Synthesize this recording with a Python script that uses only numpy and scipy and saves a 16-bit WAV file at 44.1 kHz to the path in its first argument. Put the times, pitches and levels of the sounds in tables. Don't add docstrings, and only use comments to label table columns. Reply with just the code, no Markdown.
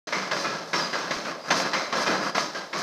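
import sys
import numpy as np
from scipy import signal
from scipy.fft import rfft, irfft, next_fast_len
from scipy.io import wavfile

SR = 44100
rng = np.random.default_rng(int(sys.argv[2]) if len(sys.argv) > 2 else 0)


def unload_wav(signal):
    wavfile.write(
        sys.argv[1],
        SR,
        np.round(np.clip(np.atleast_2d(signal).T, -1, 1) * 32767).astype(np.int16),
    )


N = 124362
T = np.arange(N) / SR
PADDED = next_fast_len(N, True)
HZ = np.maximum(np.fft.rfftfreq(PADDED, 1 / SR), 1)
GRAIN_S = 0.0014


def undb(db):
    return 10 ** (np.asarray(db) / 20)


def curve(points):
    hz, db = np.array(points).T
    return undb(np.interp(np.log(HZ), np.log(hz), db))


def unit(x):
    return x / np.sqrt(np.mean(x ** 2))


def shape(x, gain):
    return irfft(rfft(x, PADDED) * gain, PADDED)[:N]


def walk(step_s):
    return unit(shape(rng.standard_normal(N), np.exp(-(HZ * step_s) ** 2)))


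def grains(spread_db):
    sizes = undb(spread_db * np.clip(walk(GRAIN_S), -2, 2))
    return unit(rng.standard_normal(N) * sizes)


def zones(boom_hz=380, hiss_hz=2600):
    low = 1 / (1 + (HZ / boom_hz) ** 4)
    high = 1 / (1 + (hiss_hz / HZ) ** 6)
    return np.sqrt(low), np.sqrt((1 - low) * (1 - high)), np.sqrt((1 - low) * high)


def swell(start, length):
    progress = np.clip((T - start) / length, 0, 1)
    return np.sqrt(np.abs(np.sin(np.pi * progress)))


def age_of(start):
    return np.maximum(T - start, 0)


def decay(age, t60):
    return np.exp(-np.log(1000) * age / t60)


# t/s, place in the round, crack level/dB, boom level/dB, clatter level/dB,
# hiss level/dB, clatter t60/s; levels are relative to the crack and shed faders
STAMP_BLOWS = [(.02, "h", -13, -7.5, -5, -3, 0.96), (.122, "a", 5.5, -2, 1.5, -0.5, 1),
               (0.31, "b", 6, -3, 1, 0, 1), (.441, "c", 2, 1.5, -2.5, -2.5, 0.91),
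               (0.73, "d", 9, 2, 3, 5, 0.84), (0.927, "e", 4.5, -0.5, 1.5, -0.5, 0.9),
               (1.106, "f", 6.5, 0, -1, 2.5, .6), (1.248, "g", -1, -1, 2, -6, 0.48),
               (1.503, "h", 14, 4.5, 4, 4.5, 1), (1.731, "a", 10, -2.5, 4, 2, 0.73),
               (1.923, "b", 5.5, 2.5, 4.5, 0, 0.98), (2.06, "c", 6.5, 8.5, 5, 3, 0.75),
               (2.346, "d", 7.5, 2, 3, 7, 0.59), (2.544, "e", -2.5, -4.5, 1, 0, 0.39),
               (2.728, "f", 1.5, -4.5, -1.5, -1.5, 1)]
# f/Hz, level/dB
CRACK_TONE = [(60, -20), (170, -6), (330, -6), (600, -2), (1200, -3), (2200, 4.5), (3200, 1.5),
              (5000, -4.5), (7000, -5.5), (13000, -8.5)]
CRACK_DB, CRACK_GRAIN_DB = -30, 2


def cracks(attack_s=0.0045, length_s=0.022):
    power = 0
    for start, _, db, *_ in STAMP_BLOWS:
        age = age_of(start)
        attack = np.minimum(age / attack_s, 1)
        power = power + (undb(db) * attack * np.exp(-(age / length_s) ** 2)) ** 2
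    return undb(CRACK_DB) * shape(np.sqrt(power) * grains(CRACK_GRAIN_DB), curve(CRACK_TONE))


SHED_DB, SHED_GRAIN_DB = -28, 1.8
# build-up time in seconds, and t60 relative to the clatter
BUILD_S, LINGER = (0.014, 0.018, 0.024), (1.14, 1, 0.91)


def shed():
    out, echoes = 0, grains(SHED_GRAIN_DB)
    for k, (zone, build, linger) in enumerate(zip(zones(), BUILD_S, LINGER)):
        power = 0
        for start, _, _, *db, t60 in STAMP_BLOWS:
            age = age_of(start)
            build_up = 1 - np.exp(-age / build)
            power = power + (undb(db[k]) * build_up * decay(age, t60 * linger)) ** 2
        out = out + shape(np.sqrt(power) * echoes, zone)
    return undb(SHED_DB) * out


# f/Hz, t60/s, level/dB at resonance over the direct force
FRAME_MODES = [(167, 0.69, 4), (190, 0.46, 4.5), (321, 0.047, -9.5), (531, 0.25, 2.5), (582, .08, -13),
               (1035, .1, -9), (1356, 0.097, -5), (1660, 0.08, 4.5), (2350, 0.18, -1), (3109, 0.072, 1),
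               (3990, 0.3, 1), (4080, 0.27, 8), (4880, 0.36, 2), (6143, 0.21, 7), (6298, 0.099, 5),
               (6450, .25, 5)]
# f/Hz, relative level/dB
MILL_TONE = [(30, -36), (70, -22), (105, -19), (150, -2.5), (220, -1.5), (400, -2), (480, -3), (600, 1),
             (700, 0.5), (790, -3.5), (900, -0.5), (1150, 2.5), (1480, -1), (1700, -3.5), (1800, -5.5),
             (2100, -3.5), (2250, -11.5), (2550, -8), (2850, -12.5), (3600, -10), (4400, -6), (5300, -4.5),
             (6300, -11.5), (7200, -20), (8700, -28), (10200, -35.5), (11400, -31.5), (14500, -39)]


def ironwork(force):
    out = force
    for hz, t60, db in FRAME_MODES:
        pole = np.exp((2j * np.pi * hz - np.log(1000) / t60) / SR)
        ring = signal.lfilter([1], [1, -pole], force).real
        out = out + 2 * undb(db) * (1 - abs(pole)) * ring
    return shape(out, unit(curve(MILL_TONE)))


STAMP_NOTES = {"a": [(2080, 96, -32, 0.56), (2226, 280, -32.5, 0.6)], "b": [(545, 41.5, -35.5, 0.98),
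               (1084, 127, -21.5, 0.1)], "c": [(1315, 34, -30, 0.54), (1674, 61, -37, 0.69),
               (2460, 70, -35, 0.45)], "d": [(990, 40, -32.5, 0.47), (1250, 44.5, -31, 0.57),
               (1620, 78.6, -37.5, .5), (2124, 211, -27, 0.1)], "e": [(1600, 26.6, -32, 0.34)],
               "f": [(1127, 79.5, -33, 0.41), (2150, 307, -36, 0.34)], "g": [(583, 112, -42, 0.91),
               (2340, 314, -40.5, 0.32)], "h": [(685, 68, -34, 0.29), (1250, 11.6, -44, 1),
               (6220, 16, -32, 0.2)]}


def clanks(attack_s=0.0062):
    out = 0
    for place, notes in STAMP_NOTES.items():
        ages = [age_of(start) for start, which, *_ in STAMP_BLOWS if which == place]
        for hz, width, db, t60 in notes:
            fade = sum((1 - np.exp(-age / attack_s)) * decay(age, t60) for age in ages)
            drift = np.cumsum(rng.standard_normal(N)) * np.sqrt(2 * np.pi * width / SR)
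            blurred = np.sin(2 * np.pi * hz * T + drift)
            ring = shape(blurred, 1 / np.hypot(1, (HZ - hz) / width))
            out = out + undb(db) * fade * unit(ring)
    return out


# t/s, level/dB relative to the crack fader
BOUNCES = [(0.331, 8.5), (.457, 6.5), (0.743, 2), (.797, 1), (1.508, 11), (1.524, 12.5), (1.532, -5),
           (1.601, 7), (1.751, -1), (2.079, 7), (2.124, 0.5), (2.381, 10.5), (.184, -2), (1.663, -4.5),
           (2.017, -4), (2.271, 1.5)]
# f/Hz, level/dB
BOUNCE_TONE = [(60, -20), (250, -14), (700, 4.5), (1500, 1.5), (2600, 4), (4500, -4), (13000, -7)]


def rebounds(decay_s=0.0059):
    force = sum(undb(db) * (T > start) * np.exp(-age_of(start) / decay_s) for start, db in BOUNCES)
    return undb(CRACK_DB) * shape(force * grains(CRACK_GRAIN_DB), curve(BOUNCE_TONE))


# t/s, length/s, body level/dB, steel hiss level/dB
LOOSE_IRON = [(0.365, 0.098, -11.5, -1), (0.524, 0.063, -7, -15), (.62, 0.19, -25, -12),
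              (0.788, 0.039, -12, -10), (1.034, 0.12, -6.5, -13), (1.229, .11, -8, -7.5),
              (1.436, 0.13, -4, -7.5), (1.556, 0.077, -7, 6), (1.631, 0.069, -1, -9), (1.943, 0.18, -7, 0),
              (2.109, 0.074, 1.5, -7), (2.205, .11, 2.5, -2), (2.374, 0.069, -4.5, -1),
              (2.77, 0.071, -3.5, 0)]
# f/Hz, level/dB
STEEL_TONE = [(2500, -14), (5000, -2.5), (7500, 0), (9500, 4.5), (14000, 0.5)]
RATTLE_DB, RATTLE_GRAIN_DB = -30.5, 2.5


def rattles():
    boom, clatter, hiss = zones()
    chatter = grains(RATTLE_GRAIN_DB) * undb(1.44 * walk(0.0085))
    body = sum(undb(db) * swell(start, length) for start, length, db, _ in LOOSE_IRON)
    steel = sum(undb(db) * swell(start, length) for start, length, _, db in LOOSE_IRON)
    low_chatter = shape(body * chatter, np.hypot(boom, clatter))
    steel_chatter = shape(steel * chatter, hiss * curve(STEEL_TONE))
    return undb(RATTLE_DB) * (low_chatter + steel_chatter)


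# t/s, length/s, centre f/Hz, level/dB before flutter
CAM_SQUEALS = [(0.358, 0.087, 4820, -40), (0.738, 0.07, 5400, -32), (0.784, 0.095, 4910, -32),
               (0.87, 0.11, 4870, -39.5), (1.406, 0.1, 4880, -46), (1.673, 0.089, 4840, -46),
               (1.98, 0.12, 4930, -38), (2.127, 0.22, 4900, -42.5)]


def squeals(waver=0.002, flutter_db=2):
    wavering_time = np.cumsum(1 + waver * walk(0.0027)) / SR
    tones = 0
    for start, length, hz, db in CAM_SQUEALS:
        tone = np.sin(2 * np.pi * hz * wavering_time)
        tones = tones + undb(db) * swell(start, length) * tone
    return tones * undb(flutter_db * walk(0.014))


def bump(at_s=1.168, width_s=0.006, hz=52, db=-44):
    offset = T - at_s
    return undb(db) * np.exp(-(offset / width_s) ** 2) * np.cos(2 * np.pi * hz * offset)


# f/Hz, relative level/dB
DRIVE_TONE = [(25, -24), (90, -32), (160, -6.5), (600, 5), (1400, -5), (2600, -16), (5000, -9), (7500, -25),
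              (10000, -31.5), (14500, -34)]
DRIVE_DB = -43


def drive():
    level = undb(DRIVE_DB + 0.4 * walk(0.045))
    return level * shape(rng.standard_normal(N), unit(curve(DRIVE_TONE)))


def scene():
    contacts = cracks() + rebounds() + shed() + rattles()
    mill = ironwork(contacts) + clanks()
    return (mill + squeals() + bump() + drive())[None]


def record(dry, start_s=0.071, fade_s=0.0013, top_hz=14150):
    opened = dry * np.clip((T - start_s) / fade_s, 0, 1)
    low_pass = signal.ellip(10, 0.2, 70, top_hz, fs=SR, output="sos")
    return signal.sosfilt(low_pass, opened)


dry = scene()
out = record(dry)
unload_wav(out)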